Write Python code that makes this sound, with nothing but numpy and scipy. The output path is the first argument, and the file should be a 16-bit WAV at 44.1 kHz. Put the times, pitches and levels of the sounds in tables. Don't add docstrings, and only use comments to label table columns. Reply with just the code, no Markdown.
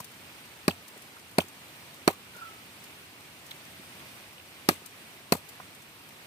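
import sys
import numpy as np
from scipy import signal
from scipy.fft import rfft, irfft, next_fast_len
from scipy.io import wavfile

SR = 44100
rng = np.random.default_rng(int(sys.argv[2]) if len(sys.argv) > 2 else 0)


def nominal_scale(level):
    x = np.asarray(level, float) / 20
    return 10 ** x


def wav_record(signal):
    frames = np.transpose(np.atleast_2d(signal))
    bounded = np.clip(frames, -1, 1)
    quanta = np.round(bounded * 32767).astype(np.int16)
    wavfile.write(sys.argv[1], SR, quanta)


N = 276188


def rms_one(x):
    return x / np.sqrt(np.mean(x ** 2) + 1e-20)


def at_hz(points, hz, order=1):
    points = np.array(points)
    return np.interp(np.log(hz), np.log(points[:, 0]), points[:, order])


def clicks(times_s, sizes):
    out = np.full(N, 1e-18)
    at = np.round(np.asarray(times_s) * SR).astype(int)
    np.add.at(out, np.clip(at, 0, N - 1), sizes)
    return out


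def ring(x, hz, t60_s):
    r, w = nominal_scale(-60 / (t60_s * SR)), 2 * np.pi * hz / SR
    return signal.lfilter([0, np.sin(w)], [1, -2 * r * np.cos(w), r * r], x)


def drift(rate_hz):
    r = np.exp(-80 * np.pi * rate_hz / SR)
    noise = rng.standard_normal(N // 40 + 2002)
    slow = signal.lfilter([1], [1, -2 * r, r * r], noise)[2000:]
    return np.interp(np.arange(N) / 40, np.arange(len(slow)), rms_one(slow))


def band(x, low_hz, high_hz):
    sos = signal.butter(2, [low_hz, min(high_hz, .45 * SR)], "band", fs=SR, output="sos")
    return signal.sosfilt(sos, x)


def spread(mid, side, alike, lean_db):
    alike = np.clip(alike, -1, 1)
    sides = np.sqrt((1 - alike) / 2) * side * np.array([[1], [-1]])
    pair = np.sqrt((1 + alike) / 2) * mid + sides
    return pair * nominal_scale(np.array([[.5], [-.5]]) * lean_db)


EDGES_HZ = 40 * 2 ** np.arange(0, 8.8, 1 / 5)
# freq_hz, level_db_per_hz
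RIVER_SPECTRUM = [(25, -20), (45, -17), (85, 5), (150, 5), (330, 3), (450, -0.5), (1100, 0), (1700, -1),
                  (2500, 2), (4500, -5), (7200, -11), (9000, -6.5), (11200, -14), (13000, -7.5),
                  (15400, -12)]
# freq_hz, likeness
RIVER_LIKENESS = [(60, 0.92), (150, 0.95), (400, 0.82), (900, 1), (1800, 0.023), (3500, 0.14), (8000, 0.0)]
# freq_hz, lean_db
PORT_LEAN = [(60, 6), (99, -3), (160, -1), (270, -1.5), (450, -1), (740, 0), (1220, -4), (2010, -5),
             (3330, -1), (5500, 0.5), (9080, 8), (15000, -4)]
RIVER_DB, RIVER_SAG_S, RIVER_SAG_DB_PER_S = -50, 6.06, 7


def river():
    out, together = 0, drift(0.96)
    white = rng.standard_normal((2, 2, N))
    for k, (low, high) in enumerate(zip(EDGES_HZ, EDGES_HZ[1:])):
        hz = np.sqrt(low * high)
        gain = nominal_scale(at_hz(RIVER_SPECTRUM, hz) + 0.78 * together + 1.05 * drift(30))
        mid, side = band(white[k % 2], low, high)
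        out = out + gain * spread(mid, side, at_hz(RIVER_LIKENESS, hz), at_hz(PORT_LEAN, hz))
    sag_db = RIVER_SAG_DB_PER_S * np.maximum(np.arange(N) / SR - RIVER_SAG_S, 0)
    return rms_one(out) * nominal_scale(RIVER_DB - sag_db)


BIRD_START_S, BIRD_PEAK_S, BIRD_DB, SWELL_DB_PER_S, FADE_DB_PER_S = 2.335, 2.435, -41.5, 115, 135
BIRD_HIGH_HZ, BIRD_LOW_HZ, SAG_MID_S, SAG_S = 1415, 1294, 2.41, 0.025
WARBLE_PER_S, WARBLE_CREST_S, WARBLE_DB, WARBLE_HZ, WARBLE_END_S = 28.5, 2.6, 10.5, 136.4, 2.5


def bird():
    t = np.arange(N) / SR
    warble = (1 - np.cos(2 * np.pi * WARBLE_PER_S * (t - WARBLE_CREST_S))) / 2
    dip = warble * np.clip((WARBLE_END_S - t) / 0.048, 0, 1)
    sag = (1 - np.tanh((t - SAG_MID_S) / SAG_S)) / 2
    hz = BIRD_LOW_HZ + (BIRD_HIGH_HZ - BIRD_LOW_HZ) * sag + WARBLE_HZ * dip
    phase = 2 * np.pi * np.cumsum(hz * (1 + 0.0062 * drift(42.0))) / SR
    swell_db = np.minimum(SWELL_DB_PER_S * (t - BIRD_PEAK_S), FADE_DB_PER_S * (BIRD_PEAK_S - t))
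    level_db = BIRD_DB + swell_db - WARBLE_DB * dip
    level = nominal_scale(level_db + 2.0 * drift(45)) * np.clip((t - BIRD_START_S) / 0.0087, 0, 1)
    call = np.sqrt(2) * level * (np.sin(phase) + nominal_scale(-18) * np.sin(2 * phase))
    echo = nominal_scale(-9) * np.roll(call, round(0.013 * SR))
    return (call + echo * [[1], [-1]]) * nominal_scale(np.array([[-1.5], [1.5]]))


# freq_hz, likeness
NEAR_LIKENESS = [(500, 1), (1500, 0.66), (4000, 0.79), (12000, 0.17)]


def puffs(rows, octaves, rise_s, t60_s):
    out, t = np.zeros((2, N)), np.arange(round(.08 * SR)) / SR
    shape = (1 - np.exp(-t / rise_s)) * nominal_scale(-60 * t / t60_s)
    width = 2 ** (octaves / 2)
    for start_s, peak_db, hz in rows:
        puff = band(shape * rng.standard_normal((2, len(t))), hz / width, hz * width)
        puff = puff / np.abs(puff).max(axis=1, keepdims=True) * nominal_scale(peak_db)
        at = round(start_s * SR)
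        pair = spread(*puff, at_hz(NEAR_LIKENESS, hz), at_hz(PORT_LEAN, hz))
        out[:, at:at + len(t)] += pair[:, :N - at]
    return out


# start_s, peak_db
TREBLE_PUFFS = [(0.0014, -32), (0.043, -34), (0.1156, -43), (0.8793, -38.5), (0.9744, -43), (1.0198, -39.5),
                (1.482, -39.5), (1.6794, -47), (2.365, -41), (2.839, -39), (3.4635, -40.5), (3.509, -38.5),
                (4.8586, -33), (5.489, -36)]
LEAF_HZ, FAINT_LEAVES_PER_S, FAINT_LEAF_DB = 9350, 1.8, -48


def leaves_and_tail():
    chance = rng.random((round(FAINT_LEAVES_PER_S * N / SR), 2))
    faint = [(when * (N - 1) / SR, FAINT_LEAF_DB + 6 * size) for when, size in chance]
    rows = [(start_s, peak_db, LEAF_HZ) for start_s, peak_db in TREBLE_PUFFS + faint]
    return puffs(rows, octaves=2.3, rise_s=0.0015, t60_s=0.044)


# start_s, peak_db, pitch_hz
DROP_CLICKS = [(0.696, -31, 4270), (0.7065, -28, 2790), (1.166, -40.5, 1500), (1.402, -23, 2820),
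               (3.508, -38, 3630), (3.5115, -33, 3600), (3.513, -36, 2050), (4.38, -41, 3000),
               (4.395, -41, 2860), (4.7395, -38, 8300)]


def droplets():
    return puffs(DROP_CLICKS, octaves=0.42, rise_s=0.0018, t60_s=0.019)


# start_s, peak_db, pitch_hz
LOWER_PUFFS = [(0.001, -32.5, 800), (0.002, -41, 135), (0.695, -36, 295), (0.706, -37, 807),
               (0.961, -44, 283), (1.405, -35, 293), (1.413, -34.5, 854), (1.44, -45, 293), (2.1, -27, 605),
               (2.103, -36, 1500), (2.361, -45, 665), (3.794, -43.5, 272), (4.707, -29.5, 240),
               (4.721, -37.5, 353), (4.815, -45.5, 600), (5.345, -32, 207), (5.35, -29, 650),
               (5.599, -35, 920), (5.611, -52, 299)]


def slaps_and_tail():
    return puffs(LOWER_PUFFS, octaves=1.26, rise_s=0.0033, t60_s=0.023)


# start_s, sizzle_db, thud_db, upper_thud_db, knock_db, crack_db,
# thud_lean_db (left over right), upper_thud_pitch_factor
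BLOWS = [(0.6797, -20.5, -8, -12.5, -25, -22.5, -1, 0.97), (1.3832, -16.5, -8, -12, -20, -22.5, -0.5, 1.11),
         (2.0767, -15.5, -12.5, -6.5, -19.5, -21, -4, 0.99),
         (4.6876, -12.5, -11, -11, -22.5, -17.5, -5, 0.94), (5.3218, -13, -9, -12, -22.5, -20.5, -1, 1.16)]
KNOCK_CRACK_SIZZLE_HZ = [900, 4200, 8500]


def strength_db(hz):
    _, sizzle_db, _, _, knock_db, crack_db, _, _ = np.transpose(BLOWS)
    levels_db = np.transpose([knock_db, crack_db, sizzle_db])
    return np.array([np.interp(np.log(hz), np.log(KNOCK_CRACK_SIZZLE_HZ), row) for row in levels_db])


# freq_hz, level_db, t60_s
BLADE_MODES = [(650, -11, 0.065), (800, -14.5, 0.094), (1250, -11.5, 0.024), (1228, -3, 0.035),
               (1660, 0, 0.034), (2360, -11, 0.0072), (2640, -8, 0.011), (4190, 0.5, 0.0093),
               (4416, -8, 0.015), (5580, -14, 0.029), (8470, -10, 0.014), (9500, -18.5, 0.026),
               (12300, -12, 0.022)]
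# freq_hz, lean_db
NEAR_LEAN = [(500, -0.5), (800, -9), (1400, -7.5), (2200, -0.5), (3000, 3), (4500, 11), (6000, 4),
             (8500, 15), (13000, 3)]


def blade():
    start_s = np.transpose(BLOWS)[0]
    out = np.zeros((2, N))
    for hz, level_db, t60_s in BLADE_MODES:
        size = nominal_scale(strength_db(hz) + level_db + rng.normal(0, 2.5, len(start_s)))
        edge = clicks(start_s + .0005, -size)
        length = clicks(start_s + rng.uniform(.001, .004, len(start_s)), 0.22 * size)
        out += spread(ring(edge + length, hz, t60_s), 0, 1, at_hz(NEAR_LEAN, hz))
    return out


# freq_hz, level_db_per_hz, t60_s, spatter_db (against the burst)
CRACK_BANDS = [(574, 19, 0.01, -45), (800, 9.5, 0.02, -44.5), (1180, 9, 0.0075, -30), (1750, 5, 0.033, -35),
               (2720, 5.5, 0.016, -26), (3300, -10.5, 0.019, -15), (4600, 1, 0.022, -31),
               (6770, -9.5, 0.012, -25), (8800, -7.5, 0.012, -29), (10800, -16.5, 0.033, -20.5),
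               (15200, -15, 0.025, -15)]
SPATTER_S, SPATTER_LUMP_S, SPATTER_LUMP_DB = 0.04, 0.00307, 4
CRACK_DB = -3


def cracks():
    start_s, t = np.transpose(BLOWS)[0], np.arange(round(.2 * SR)) / SR
    count = len(start_s)
    out = np.zeros((count, 2, len(t)))
    rows = rng.standard_normal((count, 80))
    lump = np.array([np.interp(t, np.arange(len(row)) * SPATTER_LUMP_S, row) for row in rows])
    thinning = np.exp(-(t / SPATTER_S) ** 1.47) * nominal_scale(SPATTER_LUMP_DB * lump)
    for low, high in zip(EDGES_HZ, EDGES_HZ[1:]):
        hz = np.sqrt(low * high)
        if hz <= CRACK_BANDS[0][0]:
            continue
        grain_db = 3.53 * np.minimum(rng.exponential(1, len(t)), 4)
        grain = rng.standard_normal((2, count, len(t))) * nominal_scale(grain_db)
        decay = nominal_scale(-60 * t / at_hz(CRACK_BANDS, hz, order=2))
        shape = decay + nominal_scale(at_hz(CRACK_BANDS, hz, order=3)) * thinning
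        shape = shape * (1 - np.exp(-t / 0.00015))
        burst = band(shape * grain, low, high)
        energy = np.sum(burst ** 2, axis=2, keepdims=True)
        burst = burst / np.sqrt(energy / np.sum(shape ** 2, axis=1, keepdims=True))
        level_db = strength_db(hz) + at_hz(CRACK_BANDS, hz) + CRACK_DB
        size = nominal_scale(level_db) * np.sqrt((high - low) / 1000)
        pair = spread(*burst[:, :, None], at_hz(NEAR_LIKENESS, hz), at_hz(NEAR_LEAN, hz))
        out += size[:, None, None] * pair
    whole = np.zeros((2, N))
    for at, burst in zip(np.round(start_s * SR).astype(int), out):
        whole[:, at:at + len(t)] += burst
    return whole


# freq_hz, level_db, t60_s
BELLY_MODES = [(92, -8, 0.18), (180, 3, 0.039), (243, -3, 0.039)]
# freq_hz, level_db, t60_s
SKULL_MODES = [(344.5, 3.5, 0.023), (409, -12.5, 0.056)]
CONTACT_S, RADIATES_ABOVE_HZ = 0.00068, 279


def thuds():
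    push = -np.hanning(round(2 * CONTACT_S * SR))
    push = push / np.abs(push).sum()
    out = np.zeros((2, N))
    for start_s, _, thud_db, upper_db, _, _, lean_db, factor in BLOWS:
        blow = signal.lfilter(push, [1], clicks([start_s], 0.88))
        belly = sum(nominal_scale(thud_db + db) * ring(blow, hz, t60_s) for hz, db, t60_s in BELLY_MODES)
        skull = sum(nominal_scale(upper_db + db) * ring(blow, hz * factor, t60_s) for hz, db, t60_s in SKULL_MODES)
        out += spread(belly + skull, 0, 0.86, lean_db)
    radiation = signal.butter(2, RADIATES_ABOVE_HZ, "high", fs=SR, output="sos")
    return signal.sosfilt(radiation, out)


# freq_hz, right_lag_rad
PORT_TURN = [(400, 0), (1000, -0.97), (1800, 1.5), (2400, 2), (2900, 7), (4000, 6.5), (4700, 9.5),
             (9000, 15.5)]


def housing(pair):
    size = next_fast_len(N + SR // 10)
    hz = np.arange(1, size // 2 + 2) * SR / size
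    turned = rfft(pair[1], size) * np.exp(-1j * at_hz(PORT_TURN, hz))
    return np.array([pair[0], irfft(turned, size)[:N]])


def scene():
    small = slaps_and_tail() + droplets() + leaves_and_tail()
    return river() + bird() + housing(blade() + cracks() + small) + thuds()


def top_cut(x):
    return signal.sosfilt(signal.butter(12, 16640, fs=SR, output="sos"), x)


RIGHT_LAG_SAMPLES, MIC_CUT_HZ, TOP_HZ = 8, 43, 16000


def record(dry):
    ports = np.array([dry[0], np.roll(dry[1], RIGHT_LAG_SAMPLES)])
    bass_cut = signal.butter(2, MIC_CUT_HZ, "high", fs=SR, output="sos")
    capsule = signal.sosfilt(bass_cut, ports)
    low_pass = signal.cheby2(10, 40, TOP_HZ, fs=SR, output="sos")
    topless = signal.sosfilt(low_pass, capsule)
    mix = 0.99 * np.tanh(topless / 0.91)
    return top_cut(mix)


dry = scene()
out = record(dry)
wav_record(out)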